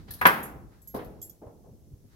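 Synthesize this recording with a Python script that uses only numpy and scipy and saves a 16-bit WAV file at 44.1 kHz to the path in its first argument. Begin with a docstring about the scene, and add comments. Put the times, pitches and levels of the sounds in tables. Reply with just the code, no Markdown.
"""First comes a faint rustle and jingle, then a swinging halter knocks on a wooden fence, lightly and
then hard. The board rings and the halter's buckles rattle. A horse shifts its hooves on the gritty
floor of a covered barn aisle, and the rings and snap of its lead clink. Rope and straps slide softly,
and a light wind rumbles underneath. Each hit leaves a short echo in the barn."""
import sys
import numpy as np
from scipy import signal
from scipy.io import wavfile

SR = 44100
rng = np.random.default_rng(int(sys.argv[2]) if len(sys.argv) > 2 else 0)


def wav_record(signal):
    """Record a signal, one row per channel, as 16-bit PCM in the file named by sys.argv[1]."""
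    frames = np.transpose(np.atleast_2d(signal))
    bounded = np.clip(frames, -1, 1)
    # unit amplitude maps onto the largest positive 16-bit level
    quanta = np.round(bounded * 32767).astype(np.int16)
    wavfile.write(sys.argv[1], SR, quanta)


N = 94815
T = np.arange(N) / SR

# A "colour" says how strong each pitch of a noise is. A "fade" is the time taken to drop by 60 dB.
# the barn's echo (frequency [Hz], fade [s])
BARN_FADE = [(100, 1.2), (250, 1.1), (500, 0.9), (1000, 0.62), (2000, 0.47), (4000, 0.41), (8000, .4),
             (15000, 0.51)]
# how alike the left and right sides sound (frequency [Hz], correlation [-1 to 1])
STEREO_LIKENESS = [(40, -0.11), (80, 0.49), (160, 0.95), (350, 0.63), (700, 0.5), (1300, -.15),
                   (2800, 0.18), (12000, 0)]
# colours of open air, wind and sliding rope (frequency [Hz], level [dB])
AIR_COLOUR = [(200, 6), (600, 2.5), (1200, -12), (2500, -6), (4500, -4), (6300, 2.5), (8300, -5.5),
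              (11500, 1), (15500, -3)]
WIND_COLOUR = [(22, -14.5), (32, -7.5), (45, 1.5), (70, -1), (110, -3), (200, -8.5), (400, -18), (900, -37),
               (2000, -60)]
ROPE_COLOUR = [(400, -7), (1000, 0.5), (1800, -1.5), (2700, -11), (4300, -5), (7000, -19), (15000, -22.5)]
# how the wind and the rope swell and sink (time [s], level [dB])
WIND_CURVE = [(0, -46), (.3, -52.5), (.48, -49), (.62, -47), (.7, -51), (.84, -61), (.95, -49),
              (1.2, -50.5), (1.38, -61.5), (1.62, -56.5), (1.77, -52), (1.87, -54), (2.0, -56),
              (2.15, -55.5)]
ROPE_CURVE = [(0, -60), (.07, -70.5), (.085, -56.5), (.2, -62), (.3, -75.5), (.66, -83.5), (.74, -68.5),
              (.83, -75.5), (1.25, -76), (1.37, -78), (1.45, -89), (2.06, -81), (2.13, -66.5)]
# soft low bumps (time [s], level [dB], pitch [Hz], half-width [s])
LOW_BUMPS = [(0.246, -39.5, 85.1, .02), (0.558, -42.5, 67, 0.027), (.925, -49, 63, .02),
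             (1.47, -39, 87.5, 0.0062), (1.718, -45, 117.1, 0.011), (1.922, -46.5, 140, 0.018),
             (1.941, -37, 75, 0.006)]
# hoof steps and the grit they crunch (time [s], level [dB], treble limit [Hz], rise [s])
HOOF_STEPS = [(.081, -50.5, 1320, 0.0043), (0.9411, -27, 1200, 0.00426), (1.416, -40.5, 880, 0.00262),
              (1.461, -43.5, 920, 0.0043), (1.634, -47.5, 950, 0.024), (1.711, -48, 330, .005),
              (1.901, -52, 394, .01)]
GRIT_CRUNCHES = [(.081, -51.5, 4500, .002), (.715, -56, 2180, 0.0096), (.943, -49.5, 4750, 0.0062),
                 (.985, -41.5, 2620, 0.0039)]
# colours of a hoof's thud and of grit (frequency [Hz], level [dB])
HOOF_COLOUR = [(40, -14.5), (130, -4.5), (250, 0.5), (500, 1.5), (800, -2.5), (1300, -10), (2500, -13.5)]
GRIT_COLOUR = [(900, -2), (1600, 3), (2400, -4), (4200, 1), (7000, -14.5)]
# single metal pieces are struck (time [s], level [dB], piece [name])
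CLINK_HITS = [(0.107, -54.5, "tie hook"), (0.189, -55, "tie hook"), (0.43, -41, "halter ring"),
              (.818, -58.5, "lead ring"), (0.874, -44.5, "lead ring"), (1.216, -47, "snap"),
              (1.226, -46, "snap"), (1.295, -55, "snap")]
# buckles and chain clash (time [s], level [dB])
RATTLE_HITS = [(0.107, -39), (0.136, -41.5), (0.2126, -37.5), (0.2552, -30.5), (0.2645, -22.5),
               (.401, -58.5), (.945, -46.5), (0.962, -46.5), (1.045, -56)]
# colours of a clink's first tick and of a rattle (frequency [Hz], level [dB])
TICK_COLOUR = [(1500, -43), (3500, -18), (5500, -8), (7500, -4.5), (9200, -13.5), (11000, -4), (13000, 0.5),
               (15500, -11.5)]
RATTLE_COLOUR = [(1000, -40), (3000, -11.5), (4200, -3), (6000, -8), (8000, -19), (9700, -5), (11500, 1.5),
                 (13000, -8), (15500, -2.5)]
# ringing tones of the floor, each metal piece, a buckle and the board (pitch [Hz], level [dB], fade [s])
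FLOOR_TONES = [(119, -15, .35), (177, -16, .3), (239.4, -10, .25), (269, -12, .25), (417, -8, 0.58),
               (480.6, -8, .35)]
PIECE_TONES = {"tie hook": [(1725, 0.5, 0.16), (3950, -5, .06), (4200, -5, .06), (9237, -8, .1)],
               "halter ring": [(6800, -15, .2), (8540, -10, 0.21), (11250, -2.5, .13), (12200, -18, .2),
               (12600, -3, 0.15), (14100, -7, .16)], "lead ring": [(6620, -14.5, .14), (7700, -15, .12),
               (10330, -6.5, 0.07), (10530, -12, .14), (11790, -2, .18), (12600, 0, .2)],
               "snap": [(3350, -23, .16), (5093, -11, 0.087), (5700, -18, 0.077), (6580, -7, 0.072),
               (6920, -8, .12), (7607, -3.5, 0.16), (8080, -14, .13), (10940, -12.5, 0.24),
               (11320, -6, 0.16), (11770, -8, .12), (12210, -3.5, .2), (13100, 5.5, 0.079),
               (13250, -4.5, 0.19), (14240, -13, .14)]}
BUCKLE_TONES = [(4454, -18.5, .1), (9870, -8.5, 0.13), (10800, -25, 0.11), (11300, -9, 0.11),
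                (11880, 1, .06), (12960, -13, .12)]
BOARD_TONES = [(214.3, -36.5, 0.78), (413.4, -32.5, 0.25), (548, -34, .45), (652.4, -35.5, 0.42),
               (784, -31, 0.66), (925.4, -29, .28), (994.7, -17.5, .25), (1061, -26, 0.33),
               (1162, -19, 0.14), (1254, -26.5, .25), (1400, -18, .04), (1492, -23.5, .2),
               (1570, -19.5, 0.23), (1672, -16, .18), (1850, -21, 0.06), (1906, -24, .16),
               (1930, -26, 0.13), (2476, -29.5, .14), (2730, -25, 0.12), (3253, -30.5, 0.068)]
# the halter strikes the fence (time [s], level [dB], treble limit [Hz])
HALTER_KNOCKS = [(0.213, -11.5, 2488), (.2533, 2, 3235), (.287, -10, 1700)]
# colour of the fence's many tightly packed tones (frequency [Hz], level [dB])
FENCE_COLOUR = [(60, -20.5), (170, -5), (300, -5.5), (600, -7.5), (1000, 0), (1700, 1.5), (2800, -7),
                (3300, -9.5), (3900, -21.5), (5000, -21.5), (8000, -40.5)]

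AIR_DB, WIND_FLUTTER_DB, WIND_FLUTTERS_PER_S = -71, 2, 39
BARN_BUILD_S, METAL_RISE_S, METAL_ECHO_FADE_S = 0.0066, 0.00027, 0.076
METAL_SPREAD_DB, METAL_ECHO_DB = 4.5, 0.5
FLOOR_DB, TICK_DB, BUCKLE_DB, BOARD_DB, FENCE_DB = -5, -1.5, -3.5, 1, -10.5  # added to each hit's level
RIGHT_LAG_S, LEFT_LEAD_DB = 0.00025, 0.5  # these put the fence a little to the left


def from_db(db):
    """Turn decibels into a number to multiply by."""
    return 10 ** (np.asarray(db) / 20)


def at_hz(points, hz):
    """Read a table at a frequency, with octaves evenly spaced."""
    frequencies, values = np.transpose(points)
    return np.interp(np.log(hz), np.log(frequencies), values)


def in_time(points):
    """A volume that follows a level curve."""
    return from_db(np.interp(T, *np.transpose(points)))


def dying(start, fade, rise):
    """A volume that rises at the start time and dies away."""
    age = np.maximum(T - start, 0)
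    return (1 - np.exp(-age / rise)) * np.exp(-np.log(1000) * age / fade)


def soft(hz, limit_hz):
    """A soft contact makes little sound above its treble limit."""
    return 1 / np.sqrt(1 + (hz / limit_hz) ** 8)


def bands(colour):
    """Give stereo noise in narrow bands as (frequency, noise); their powers add up to 1."""
    edges = np.geomspace(22, 16500, 30)
    centres = np.sqrt(edges[1:] * edges[:-1])
    gains = from_db(at_hz(colour, centres)) * np.sqrt(centres)  # higher bands are wider
    gains /= np.linalg.norm(gains)
    white = rng.standard_normal((2, 2, N + SR // 4))
    for k, hz in enumerate(centres):
        band_filter = signal.butter(2, edges[k:k + 2], "band", fs=SR, output="sos")
        band = signal.sosfilt(band_filter, white[k % 2])[:, -N:]
        mid, side = band / band.std()
        alike = at_hz(STEREO_LIKENESS, hz)
        yield hz, gains[k] * (np.sqrt((1 + alike) / 2) * mid + np.sqrt((1 - alike) / 2) * side * [[1], [-1]])


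def hiss(colour):
    """Steady noise of a given colour."""
    return sum(noise for _, noise in bands(colour))


def blows(hits, colour, fade, echo_db):
    """Each hit is a burst of noise; the barn's echo follows, lasting longest in the bass."""
    direct = np.array([dying(start, fade, rise) for start, _, _, rise in hits]) ** 2
    build_up = np.array([dying(start, np.inf, BARN_BUILD_S) for start, *_ in hits]) ** 2
    starts, db, limit_hz, _ = np.transpose(hits)
    out = 0
    for hz, noise in bands(colour):
        power = (from_db(db) * soft(hz, limit_hz)) ** 2
        fade_rate = 2 * np.log(1000) / at_hz(BARN_FADE, hz)
        echo = (power * np.exp(fade_rate * starts)) @ build_up * np.exp(-fade_rate * T)
        out = out + noise * np.sqrt(power @ direct + from_db(echo_db) ** 2 * echo)
    return out


def ring(start, hz, fade, rise=1e-5):
    """One pure tone of a struck object, dying away."""
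    out, first = np.zeros(N), int(np.ceil(start * SR))
    span = slice(first, first + int(2 * fade * SR))
    age = T[span] - start
    volume = np.exp(-np.log(1000) * age / fade) * (1 - np.exp(-(age / rise) ** 2))
    out[span] = volume * np.sin(2 * np.pi * hz * age)
    return out


def metal(start, db, tones):
    """Struck metal: each tone reaches each ear with its own strength and delay."""
    out = np.zeros((2, N))
    for hz, tone_db, fade in tones:
        for side in (0, 1):
            gain = from_db(db + tone_db + METAL_SPREAD_DB * rng.normal())
            out[side] += gain * ring(start + rng.random() / hz, hz, fade, METAL_RISE_S)
    return out


def wall_echo(sound):
    """Nearby walls scatter bright metal sounds into a short, uneven echo."""
    echoes = rng.standard_normal((2, N)) * dying(0, METAL_ECHO_FADE_S, METAL_RISE_S)
    echoes /= np.linalg.norm(echoes[0])
    return sound + from_db(METAL_ECHO_DB) * signal.fftconvolve(sound, echoes, axes=-1)[:, :N]


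def air():
    """Open air makes a faint, steady hiss."""
    return from_db(AIR_DB) * hiss(AIR_COLOUR)


def wind():
    """Light wind makes a low rumble whose level flutters."""
    flutter = np.interp(T * WIND_FLUTTERS_PER_S, np.arange(N), rng.standard_normal(N))
    return in_time(WIND_CURVE) * from_db(WIND_FLUTTER_DB * flutter) * hiss(WIND_COLOUR)


def rope():
    """Rope and straps rustle as they slide."""
    return in_time(ROPE_CURVE) * hiss(ROPE_COLOUR)


def bumps():
    """Each soft bump swells and fades within a few slow vibrations."""
    out = 0
    for peak_time, db, hz, half_width in LOW_BUMPS:
        swell = from_db(db) * np.exp(-((T - peak_time) / half_width) ** 2)
        out += swell * np.sin(2 * np.pi * (hz * (T - peak_time) + rng.random()))
    return out


def hooves():
    """A hoof lands with a dull thud, makes the floor ring low and crunches a little grit."""
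    floor = 0
    for start, db, limit_hz, rise in HOOF_STEPS:
        for k, (hz, tone_db, fade) in enumerate(FLOOR_TONES):
            gain = from_db(FLOOR_DB + db + tone_db) * soft(hz, limit_hz)
            floor += (-1) ** k * gain * ring(start + rise, hz, fade)  # every other tone is flipped
    thuds = blows(HOOF_STEPS, HOOF_COLOUR, fade=0.32, echo_db=-8)
    grit = blows(GRIT_CRUNCHES, GRIT_COLOUR, fade=0.16, echo_db=-6)
    return floor + thuds + grit


def clinks():
    """A hook, ring or snap ticks as it is struck, then rings out."""
    hits = [(start, db + TICK_DB, SR, 0.001) for start, db, _ in CLINK_HITS]  # a limit of SR keeps the treble
    ticks = blows(hits, TICK_COLOUR, fade=0.023, echo_db=-11)
    ringing = sum(metal(start, db, PIECE_TONES[piece]) for start, db, piece in CLINK_HITS)
    return ticks + wall_echo(ringing)


def rattles():
    """Chain links and buckles clash in short, bright bursts."""
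    hits = [(start, db, SR, 0.0008) for start, db in RATTLE_HITS]
    clash = blows(hits, RATTLE_COLOUR, fade=0.091, echo_db=-11.5)
    ringing = sum(metal(start, db + BUCKLE_DB, BUCKLE_TONES) for start, db in RATTLE_HITS)
    return clash + wall_echo(ringing)


def fence_knocks():
    """The halter hits a board, which rings while the whole fence gives a short clack."""
    board = np.zeros((2, N))
    for start, db, limit_hz in HALTER_KNOCKS:
        for k, (hz, tone_db, fade) in enumerate(BOARD_TONES):
            gain = (-1) ** k * from_db(BOARD_DB + db + tone_db) * soft(hz, limit_hz)
            board += gain * np.array([ring(start, hz, fade), ring(start + RIGHT_LAG_S, hz, fade)])
    hits = [(start, db + FENCE_DB, limit_hz, 0.0006) for start, db, limit_hz in HALTER_KNOCKS]
    clack = blows(hits, FENCE_COLOUR, fade=0.12, echo_db=-12.5)
    return (board + clack) * from_db([[LEFT_LEAD_DB / 2], [-LEFT_LEAD_DB / 2]])


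def scene():
    """Knocks, hooves and jingling metal over rope, wind and air."""
    background = rope() + wind() + air()
    return background + fence_knocks() + hooves() + bumps() + rattles() + clinks()


def record(dry):
    """Clip any peak beyond full volume and cut the treble above 15800 Hz."""
    treble_cut = signal.ellip(10, 0.1, 70, 15800, fs=SR, output="sos")
    return signal.sosfilt(treble_cut, np.clip(dry, -1, 1))


dry = scene()
out = record(dry)
wav_record(out)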